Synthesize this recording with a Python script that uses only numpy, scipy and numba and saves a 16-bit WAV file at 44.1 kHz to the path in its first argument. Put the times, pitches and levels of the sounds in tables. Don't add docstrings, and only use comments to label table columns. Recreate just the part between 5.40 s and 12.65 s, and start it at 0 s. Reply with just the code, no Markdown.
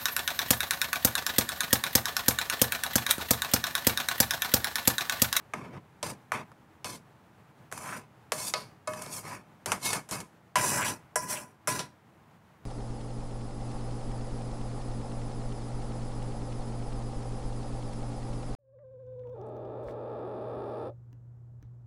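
import sys
import numpy as np
from scipy import signal
from scipy.fft import rfft, irfft, next_fast_len
from scipy.io import wavfile
from numba import njit

SR = 44100
rng = np.random.default_rng(int(sys.argv[2]) if len(sys.argv) > 2 else 0)


def file_out(sig):
    cols = np.atleast_2d(sig).T
    lim = np.clip(cols, -1, 1)
    pcm = np.round(lim * 32767).astype(np.int16)
    wavfile.write(sys.argv[1], SR, pcm)


N = 319868
TIME, RING_TIME = np.arange(N) / SR, np.arange(SR // 2) / SR
TURN_S = 5.0

# start in seconds, relative level in dB, thud, clang and brightness
# in dB against that level, trim of the free ring in dB, t60 of the crack in seconds.
KNOCKS = [(0.1362, -29, -7, -17.5, -17, -17, .029), (0.6283, -35, 2, 0, 0, -12, .056),
          (0.9188, -24, -15, -18, -17, -10, .038), (1.1168, -50, -7, -18, -20, -13, .033),
          (1.4443, -40.5, -2, 2.5, -1.5, -25, .045), (2.315, -47, -3, -9, -5, -20, .03),
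          (2.3245, -35.5, -7, -13, -5, -30, .022), (2.3765, -42, -14, -8, -2, -11, .033),
          (2.9199, -27.5, -1, -4, -3.5, -10, .042), (3.1377, -27, -3.5, -.5, -7.5, 0, .03),
          (3.4736, -31.5, 1.5, -11, -8, 13, .038), (3.5352, -39.5, -8, -10, -8, -6, .024),
          (3.621, -47, 0, -2, 8, -8, .021), (3.6625, -49, 3, 0, -3, -16, .03),
          (4.2592, -35, -1, -2, 2, -26, .043), (4.3187, -24, -10, -8, -4, -20, .06),
          (4.5302, -31.5, -4, -3, 3, -10, .061), (4.6894, -48, -2, -5, 3, -20, .18),
          (4.711, -50, -1, 6, 15, -30, .022), (4.8023, -45, -6, -1, 3, -23, .064),
          (5.1562, -19, -9, -12, -10, -9, .1), (5.7574, -26, -.5, -14, 1, -4, .059),
          (6.2736, -26.5, -2, -15, -1, -3, .1), (6.392, -37, -2, 4, -1, -4, .15)]
# frequency in Hz, level in dB, free t60 in seconds.
TILTED_MODES = [(619, 0, .31), (1005, -5, .16), (1136, -8, .2), (1254, -6, .2), (1487, -12, .14),
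                (1728, -13, .12), (2180, -8, .14), (2550, -9, .11), (3200, -15, .06), (3815, -14, .06),
                (4190, -13, .06), (4610, -12, .06), (5066, -13, .06), (5295, -12, .05), (6240, -11, .05),
                (6950, -13, .04), (7500, -13, .04), (7970, -12, .04), (9300, -12, .04), (9700, -11, .04),
                (10500, -12, .04)]
UPTURNED_MODES = [(615, 0, .22), (974, -5, .3), (1006, -1, .28), (1378, -8, .18), (1670, -8, .2),
                  (1962, -12, .25), (2003, -12, .2), (2260, -12, .15), (2548, -11, .16), (2920, -15, .15),
                  (4000, -17, .2), (4170, -17, .2), (5285, -8, .14), (5650, -10, .2), (5835, -9, .15),
                  (6135, -10, .15), (7343, -11, .15), (7480, -11, .12), (7750, -12, .12), (8892, -10, .22),
                  (9027, -9, .2), (9453, -12, .18), (9860, -10, .15), (10200, -10, .15), (11020, -13, .18)]


def knocks(level_db=-1.5, ring_db=7.0, clack_db=5.5, tail_db=-17.5):
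    bands_hz = [(430, 740), (720, 2080), (2800, 5780), (6200, 11400)]
    out = np.zeros(N + len(RING_TIME))
    attack = slice(0, SR // 100)
    for start, strength, thud, clang, bright, free_db, crack_t60 in KNOCKS:
        modes = TILTED_MODES if start < TURN_S else UPTURNED_MODES
        levels = level_db + strength + np.array([thud, 0, clang, bright])
        clack = from_db(clack_db) * bowl_ring(modes, uneven_db=5.0, t60_scale=.2)
        ring = clack + from_db(ring_db + free_db) * bowl_ring(modes)
        snap = dying_noise(t60=.0087)
        crack = snap + dying_noise(crack_t60) + from_db(tail_db) * dying_noise(t60=.3)
        at = round(start * SR)
        for edges, db in zip(bands_hz, levels):
            noise = band(crack, edges)
            part = noise / np.std(noise[attack]) + band(ring, edges)
            out[at:at + len(part)] += from_db(db) * part / np.std(part[attack])
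    return out[:N]


def strokes(rasp_db=-.3, rumble_lead_s=.005, rumble_lag_s=.008):
    # start and length in seconds; in dB, rasp level, swell over the push, brightness against
    # then the rasp's release t60 in seconds.
    pushes = [(0.150, .13, -49, -6, -21.5, -4, 2, -45, .36), (0.342, .034, -49.5, 0, -25, -2, 3, -45, .08),
              (0.645, .062, -41, -1, -3, 2, -1, -41, .15),
              (0.935, .078, -39, -7, -17.5, -6, -1, -43.5, .11),
              (1.458, .102, -47, -10, 0, 4, -1, -47, .15),
              (2.335, .243, -45.5, 4.5, -3.5, -5, -11.5, -50, .21),
              (2.940, .143, -44.5, -1, 6, 9, -5.5, -51, .21), (3.170, .04, -46.5, -3, -5, -3, 0, -51, .36),
              (3.495, .22, -46.5, -3, -4.5, 4, -4, -48.5, .35),
              (3.732, .043, -47, 0, 7, -3, -8, -50.5, .36),
              (3.855, .097, -43.5, 2, -7.5, -3, -1.5, -49.5, .24),
              (4.272, .09, -39, -1, -8, -3, -3.5, -43.5, .1), (4.428, .022, -46, 13, 5, 1, -5, -50, .06),
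              (4.462, .106, -37.5, 2, 1, -12, -2, -42, .17),
              (4.724, .082, -40, -11, -4, -5, -2.5, -43, .19),
              (5.176, .127, -32, -5, -.5, 10, -6.5, -39.5, .1),
              (5.320, .11, -32, -1, -3.5, -5, -8.5, -38.5, .1),
              (5.465, .04, -34.5, 0, -1.5, 1, -3.5, -39.5, .21),
              (5.780, .095, -46, 1.5, -1, 0, -16, -47, .24), (5.910, .093, -42.5, -6, 2, -9, -9, -48, .35),
              (6.290, .11, -37.5, -4, -2, -5, -2.5, -40.5, .21)]
    bands_hz = [(22, 450), (450, 2700), (2700, 5200), (5200, 15800)]
    # frequency in Hz, relative gain in dB.
    tilted_colour = [(210, -32.5), (350, -6), (864, 0.5), (1010, 6.5), (1190, -9.5), (1280, -3.5),
                     (1940, -9.5), (2170, -3.5), (2350, -9), (2620, -14.5), (2800, -14), (4430, -7),
                     (5190, -10.5), (9940, -7), (15500, -24.5)]
    upturned_colour = [(210, -44), (350, -13.5), (488, -13), (610, -6), (671, -10.5), (878, -4.5),
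                       (997, 0.5), (1130, -9.5), (1710, -12), (3660, -21.5), (5980, -16.5), (9940, -12),
                       (15500, -25)]
    rumble_colour = [(20, -28), (42, -20), (62, -12), (82, -16), (100, -1), (140, 0), (220, -3),
                     (300, -6.5), (450, -7)]
    tilted = scraping(TILTED_MODES, tilted_colour, ring_db=-8.0, t60_scale=.7,
                      wash_db=0.0, wash_s=.0046, lowest_hz=1065)
    upturned = scraping(UPTURNED_MODES, upturned_colour, ring_db=-3.3, t60_scale=.5,
                        wash_db=2.8, wash_s=.006, lowest_hz=620)
    rumble = unit_rms(band(coloured(rng.standard_normal(N), rumble_colour), bands_hz[0]))
    rasp, edge, hiss = [np.where(TIME < TURN_S, unit_rms(band(tilted, hz)), unit_rms(band(upturned, hz)))
                        for hz in bands_hz[1:]]
    gains = np.zeros((4, N))
    for start, length, db, swell, bright, brightening, steely, rumble_db, release in pushes:
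        rumble_s = length + rumble_lead_s + rumble_lag_s
        low = push(start - rumble_lead_s, rumble_s, rumble_db, .5 * swell, 1.3 * release)
        middle = push(start, length, db + rasp_db, swell, release)
        high = push(start, length, db + bright, swell + brightening, .72 * release)
        gains = np.maximum(gains, [low, middle, from_db(steely) * high, high])
    return np.sum(gains * [rumble, rasp, edge, hiss], axis=0)


def scraping(modes, colour, ring_db, t60_scale, wash_db, wash_s, lowest_hz):
    slips = unit_rms(friction(slips_per_s=2800, size_db=3.6, judder_db=1.6, judder_per_s=150))
    energy = signal.lfilter([1], [1, -np.exp(-1 / (wash_s * SR))], slips ** 2)
    wash = unit_rms(np.sqrt(energy) * rng.standard_normal(N))
    wall = signal.fftconvolve(slips, dying_noise(t60=.093))[:N]
    wall = unit_rms(band(wall, (3200, 15000)))
    grit = unit_rms(coloured(slips + from_db(wash_db) * wash + from_db(.1) * wall, colour))
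    ring = signal.fftconvolve(slips, bowl_ring(modes, t60_scale=t60_scale))[:N]
    ring = unit_rms(band(ring, (lowest_hz, 15000)))
    return rim_echoes(grit + from_db(ring_db) * ring)


def friction(slips_per_s, size_db, judder_db, judder_per_s):
    slips = rng.random(N) < slips_per_s / SR
    uneven_db = size_db * np.minimum(rng.exponential(1, N), 4)
    sizes = from_db(uneven_db + judder_db * drift(judder_per_s))
    return slips * sizes * rng.choice([-1, 1], N)


def bowl_ring(modes, uneven_db=0.0, t60_scale=1):
    strengths = from_db(rng.normal(0, uneven_db, len(modes))) * rng.choice([-1, 1], len(modes))
    return sum(strength * from_db(db) * decay(t60 * t60_scale) * np.sin(2 * np.pi * hz * RING_TIME)
               for strength, (hz, db, t60) in zip(strengths, modes))


def rim_echoes(x, reflection=.55):
    treble = signal.sosfilt(signal.butter(2, 3000, "high", fs=SR, output="sos"), x)
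    lags = [lag_s * (1 + .09 * drift(11)) for lag_s in (.0009, .0021)]
    return x + sum(reflection * np.interp(TIME - lag, TIME, treble) for lag in lags)


def push(start, length, db, swell_db, release_t60, longest_rise_s=.04):
    t = TIME - start
    rise_s = min([longest_rise_s] + [start - knock_s for knock_s, *_ in KNOCKS if knock_s < start])
    rise = np.clip(1 + t / rise_s, 0, 1)
    progress = np.clip(t / length, 0, 1)
    released_s = np.clip(t - length, 0, 1)
    return rise * from_db(db + swell_db * (progress - .5)) * decay(release_t60, released_s)


def narrow_resonances(stage_width_hz=900):
    # start and length in seconds, first and last frequency in Hz, level and swell in dB,
    # release t60 in seconds.
    resonances = [(0.932, .063, 2150, 1990, -46, -6, .15), (2.455, .095, 1080, 1480, -43, 2, .15),
                  (3.150, .06, 4600, 4600, -46, -10, .27), (3.865, .085, 1980, 1550, -51, 1, .15),
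                  (5.160, .05, 2650, 2350, -38, -11, .3), (5.205, .145, 5500, 5600, -45, 5, .15),
                  (5.240, .06, 9050, 9050, -39, -1, .12), (5.220, .22, 7500, 7600, -43, 0, .15),
                  (5.380, .05, 1200, 1500, -37, 6, .1), (5.440, .04, 2000, 3100, -39, -7, .12),
                  (5.768, .09, 5600, 5730, -47, -14, .2), (5.915, .055, 1350, 2600, -44, 4, .14)]
    rough_noise = friction(slips_per_s=1500, size_db=2.5, judder_db=1.5, judder_per_s=120)
    radius = np.exp(-np.pi * stage_width_hz / SR)
    out = np.zeros(N)
    for start, length, from_hz, to_hz, db, swell, release in resonances:
        angle = 2 * np.pi * np.interp(TIME, [start, start + length], [from_hz, to_hz]) / SR
        broad = gliding_resonance(rough_noise, angle, radius)
        narrow = gliding_resonance(broad, angle, radius)
        out += unit_rms(narrow) * push(start, length, db, swell, release)
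    return out


@njit
def gliding_resonance(x, angle, radius):
    y = np.zeros(len(x))
    for i in range(2, len(x)):
        drive = (1 - radius * radius) / 2 * (x[i] - x[i - 2])
        y[i] = drive + 2 * radius * np.cos(angle[i]) * y[i - 1] - radius * radius * y[i - 2]
    return y


def squeal(mode_hz=2180, jitter=.006, flutter_db=2.5):
    # start and length in seconds, level and swell in dB, release t60 in seconds.
    squeal_push = (4.464, .04, -41, -6, .13)
    phase = 2 * np.pi * np.cumsum(mode_hz * (1 + jitter * drift(120))) / SR
    tone = np.sin(phase) * from_db(flutter_db * drift(150))
    return unit_rms(tone) * push(*squeal_push)


def room(start_db=-57.1, fade_db_per_s=.28, waver_db=1.0):
    # frequency in Hz, relative gain in dB.
    colour = [(15, -57.5), (25, -29.5), (69, -13.5), (86, -5), (133, -0.5), (246, -7), (289, -15),
              (322, -5), (368, -19.5), (399, -10.5), (495, -15), (826, -12), (1660, -19), (4870, -35.5),
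              (15500, -41.5)]
    level_db = start_db - fade_db_per_s * TIME + waver_db * drift(22)
    return from_db(level_db) * unit_rms(coloured(rng.standard_normal(N), colour))


def decay(t60, t=RING_TIME):
    return np.exp(-np.log(1000) * t / t60)


def dying_noise(t60):
    return rng.standard_normal(len(RING_TIME)) * decay(t60)


def drift(knots_per_s):
    knots = rng.standard_normal(4000)
    return unit_rms(np.interp(TIME * knots_per_s, np.arange(len(knots)), knots))


def coloured(x, colour):
    hz, db = np.transpose(colour)
    size = next_fast_len(N)
    bin_hz = np.maximum(np.arange(size // 2 + 1) * SR / size, 1)
    gain = from_db(np.interp(np.log(bin_hz), np.log(hz), db))
    return irfft(rfft(x, size) * gain, size)[:N]


def band(x, edges_hz):
    return signal.sosfilt(signal.butter(3, edges_hz, "band", fs=SR, output="sos"), x)


def from_db(db):
    return 10 ** (np.asarray(db) / 20)


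def unit_rms(x):
    return x / np.sqrt(np.mean(x ** 2) + 1e-20)


def scene():
    return (knocks() + strokes() + narrow_resonances() + squeal() + room())[None]


def record(dry, cutoff_hz=15700):
    return signal.sosfilt(signal.ellip(10, .2, 70, cutoff_hz, fs=SR, output="sos"), dry)


dry = scene()
out = record(dry)
file_out(out)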